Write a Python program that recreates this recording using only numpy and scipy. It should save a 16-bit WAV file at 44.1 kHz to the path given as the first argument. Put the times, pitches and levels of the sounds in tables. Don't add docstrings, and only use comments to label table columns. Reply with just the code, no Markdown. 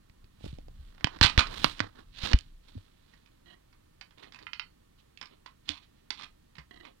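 import sys
import numpy as np
from scipy import signal
from scipy.fft import rfft, irfft
from scipy.io import wavfile
from scipy.ndimage import uniform_filter1d

SR = 44100
rng = np.random.default_rng(int(sys.argv[2]) if len(sys.argv) > 2 else 0)


def wav_record(signal):
    frames = np.transpose(np.atleast_2d(signal))
    bounded = np.clip(frames, -1, 1)
    quanta = np.round(bounded * 32767).astype(np.int16)
    wavfile.write(sys.argv[1], SR, quanta)


N = 308700
TIME_S = np.arange(N) / SR

# peak time in seconds, swell in seconds, release in seconds,
# hiss in dB, scuff in dB re hiss, fizz in dB re hiss.
RUB_STROKES = [(.46, 0.096, 0.16, -50, -10, -13), (.88, 0.287, 0.14, -62, -2.5, -12.5),
               (1.16, 0.24, 0.0505, -52.5, 5, -31.5), (1.52, 0.38, 0.36, -44.5, 3, -18.5),
               (1.664, 0.28, 0.14, -34, -8, -16), (1.84, 0.088, 0.064, -47.5, 6.5, -28),
               (2.005, .14, 0.047, -55.5, 5, -17), (2.19, 0.061, 0.204, -39, -22, -23),
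               (2.26, 0.06, 0.1, -27.5, -7, -23.5), (2.317, 0.062, 0.044, -34.5, 0.5, -28),
               (2.68, .08, 0.44, -58, -4.5, -15.5), (3.14, 0.57, .3, -65.5, -6.5, -19)]
# time in seconds, level in dB.
TREMBLE_LEVELS = [(0.0, -83), (0.13, -69), (0.65, -51), (0.88, -55), (1.1, -60), (1.25, -46.5),
                  (1.41, -45.5), (1.67, -46), (1.84, -62.5), (2.43, -55), (2.9, -72.5), (3.2, -73)]
# start in seconds, level in dB, ping in Hz,
# weight (middle re treble) in dB, edge (top re treble) in dB.
KNOCKS = [(.0975, -62.5, 620, -3, -24.5), (.2433, -62.5, 4680, -9, -15), (.9483, -65, 710, -3, -22),
          (.9807, -61, 824, 4, -23), (1.0088, -56.5, 738.5, 6.5, -18), (1.0439, -20, 3230, -6, -19.5),
          (1.0708, -38, 1030, 5.5, -21.5), (1.1882, -53.5, 660, 1.5, -14), (1.2121, -18, 1770, -1, -18.5),
          (1.3776, -20.5, 4000, -1.5, -20.5), (1.644, -16, 1380, -1.5, -25.5), (1.7936, -38, 3470, -9, -20),
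          (1.8034, -27, 2106, 3.5, -20.5), (2.3328, -22.5, 2950, -5.5, -23.5), (2.3885, -40, 4950, -43, -6),
          (2.4089, -49, 4540, -23, -12), (5.6909, -25.5, 3654, -21.5, -16.5)]
# start in seconds, envelope peak in dB, pitch in Hz, t60 in seconds.
BUMPS = [(.1, -47, 80, 0.034), (0.241, -46, 84, 0.037), (0.439, -34, 108, 0.062), (0.462, -27, 230, 0.0126),
         (0.474, -39.5, 63.5, 0.38), (.529, -30.5, 124, 0.037), (0.787, -38, 65, 0.16),
         (1.045, -17.5, 119, 0.024), (1.2132, -12.5, 80, 0.049), (1.246, -13.5, 90, 0.03),
         (1.378, -9, 70, .048), (1.646, -33, 140, 0.087), (1.803, -33, 100, 0.17), (2.235, -20, 65, 0.021),
         (2.339, -6, 52, .065), (2.344, -18, 213, 0.021), (2.752, -38, 250, 0.067),
         (2.765, -32, 95, 0.0985), (5.695, -44, 78, 0.1365), (5.695, -37.5, 295, 0.1187),
         (6.581, -43, 153, 0.092), (6.586, -49.5, 63, 0.248)]
# start in seconds, level in dB.
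FINGER_PADS = [(.4083, -71), (0.4426, -56), (0.4657, -61.5), (0.586, -60), (.6834, -63.5), (2.778, -67)]
# start in seconds, length in seconds, level in dB.
RATTLES = [(1.216, 0.055, -22.5), (1.385, 0.01694, -20), (4.225, 0.016, -52), (5.71, 0.08, -51),
           (6.11, 0.085, -53), (6.19, .07, -47)]
# start in seconds, level in dB, ping in Hz,
# weight (middle re treble) in dB, rebound in dB re the first contact.
TAPS = [(1.2283, -16, 4370, -7, -4.5), (1.2365, -16.5, 3933, -9, -13), (1.2608, -25.5, 4610, -17, -23.5),
        (1.297, -33, 3700, -4.5, -28), (1.3921, -18, 4090, -4, -11), (1.4691, -40.5, 3997, -3.5, -16.5),
        (3.1361, -65.5, 1953, 5.5, -21), (3.2601, -63, 2504, -7, -7), (3.7277, -66.5, 2242, 1, -11),
        (4.0109, -45, 4740, -6, -10.5), (4.108, -63, 3270, -3, -7), (4.1816, -57.5, 3665, -9, -3),
        (4.2289, -58, 1910, 2, -1.5), (4.3219, -52, 3430, -6.5, -6), (4.345, -51, 2620, -3.5, -3.5),
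        (4.3883, -54, 1930, 0.5, -17), (4.426, -55, 4560, -8, -11.5), (5.174, -49.5, 2694, -18, -18),
        (5.213, -41.5, 5260, -4.5, -4.5), (5.257, -51, 5190, -8, -8), (5.4603, -49, 1070, 2, -18),
        (5.705, -38.5, 4137, -21.5, -6.5), (6.1047, -30, 4620, -11.5, -20), (6.1966, -52, 1250, 4.5, -5.5),
        (6.2209, -48.5, 3900, -3.5, -0.5), (6.5535, -56, 3920, -5, -4), (6.5828, -49, 2080, 1, -17.5),
        (6.8509, -53, 2470, 1.5, -23)]
# start in seconds, length in seconds, level in dB.
CREAKS = [(3.457, 0.089, -56), (6.708, 0.00796, -46.5), (6.731, 0.018, -54), (6.757, 0.021, -53),
          (6.797, 0.017, -51)]
# start in seconds, length in seconds, level in dB.
SLIDES = [(4.165, 0.1375, -60), (4.4, 0.047, -56.5), (5.289, 0.075, -64), (5.665, 0.0491, -62),
          (6.82, 0.084, -57)]
# start in seconds, length in seconds, level in dB.
BRUSHES = [(4.97, .055, -65.5), (5.64, 0.068, -63), (5.672, 0.059, -40), (5.81, 0.051, -60),
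           (5.94, 0.086, -74)]
# start in seconds, level in dB, contact hardness (low-pass) in Hz.
CLINKS = [(4.4679, -13, 3100), (4.5327, -9.5, 5290), (4.596, -6.5, 4200)]

# mode in Hz, level in dB, t60 in seconds.
RUN_MODES = [(308, -5.5, .22), (585, -10, .15), (829, -6, .12), (960, -4, .2), (1043, -2, .09),
             (1177, -1, .14), (1580, -4, .12), (2006, -3.5, .13), (2207, -6, .12), (2600, -5.5, .12),
             (3040, -3, .15), (3420, -1, .14), (3730, -2, .13), (4280, 0, .13), (4619, -3.5, .12)]
CUP_MODES = [(964, -15.5, 0.11), (1444, -14, 0.2), (2150, -8, 0.11), (2080, -5, 0.099), (2520, 1, 0.0427),
             (2750, 2.5, 0.041), (3070, 1, 0.041), (3880, -3, 0.065), (4390, -8, 0.25), (4850, 1.5, 0.046),
             (5380, -5, 0.11)]
JOINT_MODES = [(363, -4.5, 0.0555), (718, -11, 0.2), (1090, -12, 0.06), (1935, 2.5, 0.034),
               (2940, -4, 0.041), (3193, -5.5, 0.062), (4005, -1.5, 0.0395)]

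# frequency in Hz, gain in dB.
HISS_SPECTRUM = [(1200, -14.5), (2200, -7.5), (3300, -3), (4100, -2.5), (5000, -11.5), (6200, -18.5),
                 (10000, -41)]
SCUFF_SPECTRUM = [(120, -8.5), (250, 1), (550, -2), (750, -2.5), (1150, -1.5), (1900, -5.5), (3000, -45)]
FIZZ_SPECTRUM = [(4200, -22), (5800, -7.5), (8500, -0.5), (11000, -9), (16000, -14.5)]
RUMBLE_SPECTRUM = [(15, -10), (27, 5), (55, -9.5), (110, -12.5), (200, -21.5), (400, -34), (900, -54.5)]
SCRAPE_SPECTRUM = [(150, -14.5), (350, 1.5), (600, -1.5), (850, -5.5), (1300, -3), (1650, -15.5),
                   (2000, -9.5), (2600, -6.5), (4200, -4), (5500, -32.5), (10000, -38.5)]
RATTLE_SPECTRUM = [(400, -9), (1100, 2.5), (2000, -8), (4400, 3.5), (5600, -11.5), (8000, -27),
                   (15000, -41)]
AMBIENCE_SPECTRUM = [(12, -35), (20, -2), (70, -8.5), (297, -13.5), (340, -16), (613, -20), (686, -24.5),
                     (1180, -23), (1590, -28), (3280, -29.5), (4500, -30.5), (5850, -63.5), (9900, -120)]
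PORT_SPECTRUM = [(100, 0), (2500, 3), (5000, 2), (10000, -1), (16000, -4.5)]
ROOM_SPECTRUM = [(150, 0), (500, 5), (1200, 5.5), (3000, 1.5), (5000, -4.5), (10000, -1)]

# lower limit in Hz, upper limit in Hz.
CONTACT_BANDS = [(180, 740), (870, 2100), (2200, 5200), (5000, 8000)]

AMBIENCE_DB = -63.5
WHINE_HZ, WHINE_DB = 1820, -79.5
LEFT_PORT_HZ, PORT_LAG_SAMPLES = 300, 23
TOP_HZ = 16000
BLOW_S, ONSET_S = .16, .01
RUB_FALL_DB = 20
BUMP_RISE_SHARE = 0.016
KNOCK_T60_S, TAP_T60_S = .026, .05
NEAR_CRACK_DB, TAP_PING_T60_S = 3, .018
REBOUND_S, REBOUND_WEIGHT_DB = .0135, 2
SPOT_SPREAD_DB, CUP_CRACK_T60_S = 1.5, .03


def undb(db):
    return 10 ** (np.asarray(db) / 20)


def unit(x):
    return x / np.sqrt(np.mean(x ** 2))


def fade(t_s, t60_s):
    return np.exp(-np.log(1000) * t_s / max(t60_s, 1e-3))


def colour(x, spectrum):
    hz, db = np.transpose(spectrum)
    bin_hz = np.maximum(np.fft.rfftfreq(len(x), 1 / SR), 1)
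    gain = undb(np.interp(np.log(bin_hz), np.log(hz), db))
    return irfft(rfft(x) * gain, len(x))


def noise(spectrum):
    return unit(colour(rng.standard_normal(N), spectrum))


def walk(rate_hz):
    hold = int(SR / rate_hz)
    steps = np.repeat(rng.standard_normal(N // hold + 1), hold)[:N]
    return unit(uniform_filter1d(steps, hold))


def grains(rate_hz, spread_db):
    chance, size, sign = rng.random(N), rng.random(N), np.sign(rng.standard_normal(N))
    return unit((chance < rate_hz / SR) * sign * undb(-spread_db * size))


def add(out, start_s, x):
    i = max(int(start_s * SR), 0)
    out[i:i + len(x)] += x[:max(N - i, 0)]


def strokes(table, ramp_s):
    push = np.zeros(N)
    for start_s, length_s, db in table:
        window = signal.windows.tukey(int(length_s * SR), min(2 * ramp_s / length_s, 1))
        add(push, start_s, undb(db) * window)
    return push


def ring(x, response):
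    return signal.fftconvolve(x, response / np.linalg.norm(response))[:N]


def modes(table, split, count=3):
    t = TIME_S[:SR // 2]
    detune = 1 + split * rng.standard_normal((len(table), count, 1))
    response = 0
    for (hz, db, t60_s), ratios in zip(table, detune):
        partials = np.sin(2 * np.pi * hz * ratios * t).sum(axis=0)
        response = response + undb(db) * fade(t, t60_s) * partials
    return response


def self_noise(hiss_db=-76, right_db=3):
    left, right = (undb(hiss_db) * noise(PORT_SPECTRUM) for _ in range(2))
    whine_phase = 2 * np.pi * np.cumsum(WHINE_HZ + 9 * walk(60)) / SR
    whine = undb(WHINE_DB) * np.sin(whine_phase)
    return np.array([left + whine, undb(right_db) * right])


def rub_levels():
    levels = np.zeros((3, N))
    for peak_s, swell_s, release_s, db, scuff_db, fizz_db in RUB_STROKES:
        away = np.maximum((peak_s - TIME_S) / swell_s, (TIME_S - peak_s) / release_s)
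        stroke = undb(db - RUB_FALL_DB * np.minimum(away, 10))
        levels = np.maximum(levels, [stroke, stroke * undb(scuff_db), stroke * undb(fizz_db)])
    return levels


def rubbing(hiss_db=0, scuff_db=-1, fizz_db=-1, rumble_db=3, grain_db=2.5):
    hiss, scuff, fizz = rub_levels()
    jerks = unit(colour(grains(rate_hz=3500, spread_db=24.0), HISS_SPECTRUM))
    friction = undb(hiss_db) * hiss * jerks
    friction = friction + undb(scuff_db) * scuff * noise(SCUFF_SPECTRUM)
    friction = friction + undb(fizz_db) * fizz * noise(FIZZ_SPECTRUM)
    tremble_db = np.interp(TIME_S, *np.transpose(TREMBLE_LEVELS), right=-120)
    tremble = undb(rumble_db + tremble_db) * noise(RUMBLE_SPECTRUM)
    roughness = unit(undb(grain_db * walk(160)))
    return friction * roughness + tremble


def contacts(table, t60_s, doubling_db, body_db):
    return [(start_s, db, hz, t60_s * 2 ** (weight_db / doubling_db), body_db + weight_db, weight_db, edge_db)
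            for start_s, db, hz, weight_db, edge_db in table]


def blows(table, crack_db, ping_db, ping_t60_s):
    out, t = np.zeros(N), TIME_S[:int(BLOW_S * SR)]
    filters = [signal.butter(order, band, "band", fs=SR, output="sos")
               for order, band in zip((2, 3, 5, 2), CONTACT_BANDS)]
    for start_s, db, hz, t60_s, body_db, mid_db, edge_db in table:
        dense = rng.standard_normal(len(t)) * fade(t, t60_s)
        ping = np.sin(2 * np.pi * hz * t) * fade(t, ping_t60_s)
        blow = dense / np.linalg.norm(dense) + undb(ping_db) * ping / np.linalg.norm(ping)
        blow[0] += undb(crack_db)
        for sos, rel_db in zip(filters, (body_db, mid_db, 0, edge_db)):
            part = signal.sosfilt(sos, blow)
            onset = np.std(part[:int(ONSET_S * SR)])
            add(out, start_s, part * undb(db + rel_db) / onset)
    return out


def marble_run(x):
    return ring(x, modes(RUN_MODES, split=.04, count=8))


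def room(x, t60_s, build_s=.008):
    t = TIME_S[:SR // 2]
    tail = colour(rng.standard_normal(len(t)), ROOM_SPECTRUM)
    build = (1 - np.exp(-t / max(build_s, 1e-4))) ** 2
    return ring(x, tail * fade(t, t60_s) * build)


def bumps():
    out, t = np.zeros(N), TIME_S[:SR // 2]
    for start_s, db, hz, t60_s in BUMPS:
        rise = (1 - np.exp(-t / max(BUMP_RISE_SHARE * t60_s, 1e-4))) ** 2
        envelope = rise * fade(t, t60_s)
        add(out, start_s, undb(db) * envelope / envelope.max() * np.sin(2 * np.pi * hz * t))
    return out


def fingertips(ping_hz=620, t60_s=0.024, body_db=13, mid_db=-12, edge_db=-12):
    return [(start_s, db, ping_hz, t60_s, body_db, mid_db, edge_db) for start_s, db in FINGER_PADS]


def rattles():
    t = TIME_S[:SR // 50]
    click = rng.standard_normal(len(t)) * fade(t, .005)
    clicks = ring(grains(rate_hz=1000, spread_db=22), click)
    return strokes(RATTLES, ramp_s=0.0023) * unit(colour(clicks, RATTLE_SPECTRUM))


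def with_rebounds(edge_db=-19, rebound_edge_db=-17):
    first = [(start_s, db, hz, weight_db, edge_db) for start_s, db, hz, weight_db, _ in TAPS]
    second = [(start_s + REBOUND_S, db + rebound_db, hz, weight_db + REBOUND_WEIGHT_DB, rebound_edge_db)
              for start_s, db, hz, weight_db, rebound_db in TAPS]
    return first + second


def creaks(tone_db=1.5, hoarse_db=-6):
    push = strokes(CREAKS, ramp_s=0.0019)
    slips = push * grains(rate_hz=1400, spread_db=28)
    tones = ring(slips, modes(JOINT_MODES, split=0.0069))
    return undb(tone_db) * tones + undb(hoarse_db) * push * noise(SCRAPE_SPECTRUM)


def slides(judder_db=3):
    scrape = unit(noise(SCRAPE_SPECTRUM) * undb(judder_db * walk(400)))
    brush = strokes(BRUSHES, ramp_s=0.024) * noise(HISS_SPECTRUM)
    return strokes(SLIDES, ramp_s=0.017) * scrape + brush


def clinks(gain_db=4, crack_db=-3):
    out, t = np.zeros(N), TIME_S[:SR // 2]
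    wall = signal.butter(6, (980, 6800), "band", fs=SR, output="sos")
    for start_s, db, hardness_hz in CLINKS:
        struck = [(hz, mode_db + SPOT_SPREAD_DB * rng.standard_normal(), t60_s)
                  for hz, mode_db, t60_s in CUP_MODES]
        tones = unit(modes(struck, split=.03, count=4))
        crack = unit(rng.standard_normal(len(t)) * fade(t, CUP_CRACK_T60_S))
        contact = signal.butter(4, hardness_hz, fs=SR, output="sos")
        cup = signal.sosfilt(contact, tones + undb(crack_db) * crack)
        cup = signal.sosfilt(wall, cup)
        add(out, start_s, undb(db + gain_db) * cup / np.linalg.norm(cup))
    return out


def scene():
    near = contacts(KNOCKS, t60_s=KNOCK_T60_S, doubling_db=19.5, body_db=-6.5) + fingertips()
    far = contacts(with_rebounds(), t60_s=TAP_T60_S, doubling_db=12.5, body_db=-12)
    knocks = blows(near, crack_db=NEAR_CRACK_DB, ping_db=-8, ping_t60_s=.008)
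    taps = blows(far, crack_db=-17.5, ping_db=-10, ping_t60_s=TAP_PING_T60_S)
    desk_parts = taps + slides() + rattles()
    small_parts = clinks() + creaks()
    direct = undb(0.5) * knocks + undb(2.5) * desk_parts + small_parts
    plates = marble_run(undb(-15) * knocks + undb(-14.5) * desk_parts)
    to_room = undb(-19.5) * knocks + undb(-6.5) * desk_parts + undb(-11.5) * small_parts
    echo = room(to_room, t60_s=0.15)
    ambience = noise(AMBIENCE_SPECTRUM) * undb(AMBIENCE_DB + .8 * walk(1.7))
    right = direct + plates + echo + bumps() + rubbing() + ambience
    muffled = signal.sosfilt(signal.butter(1, LEFT_PORT_HZ, fs=SR, output="sos"), right)
    left = np.pad(muffled, (PORT_LAG_SAMPLES, 0))[:N]
    return np.array([left, right]) + self_noise()


def record(dry):
    low_pass = signal.ellip(8, .2, 70, TOP_HZ, fs=SR, output="sos")
    return signal.sosfilt(low_pass, np.clip(dry, -1, 1))


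dry = scene()
out = record(dry)
wav_record(out)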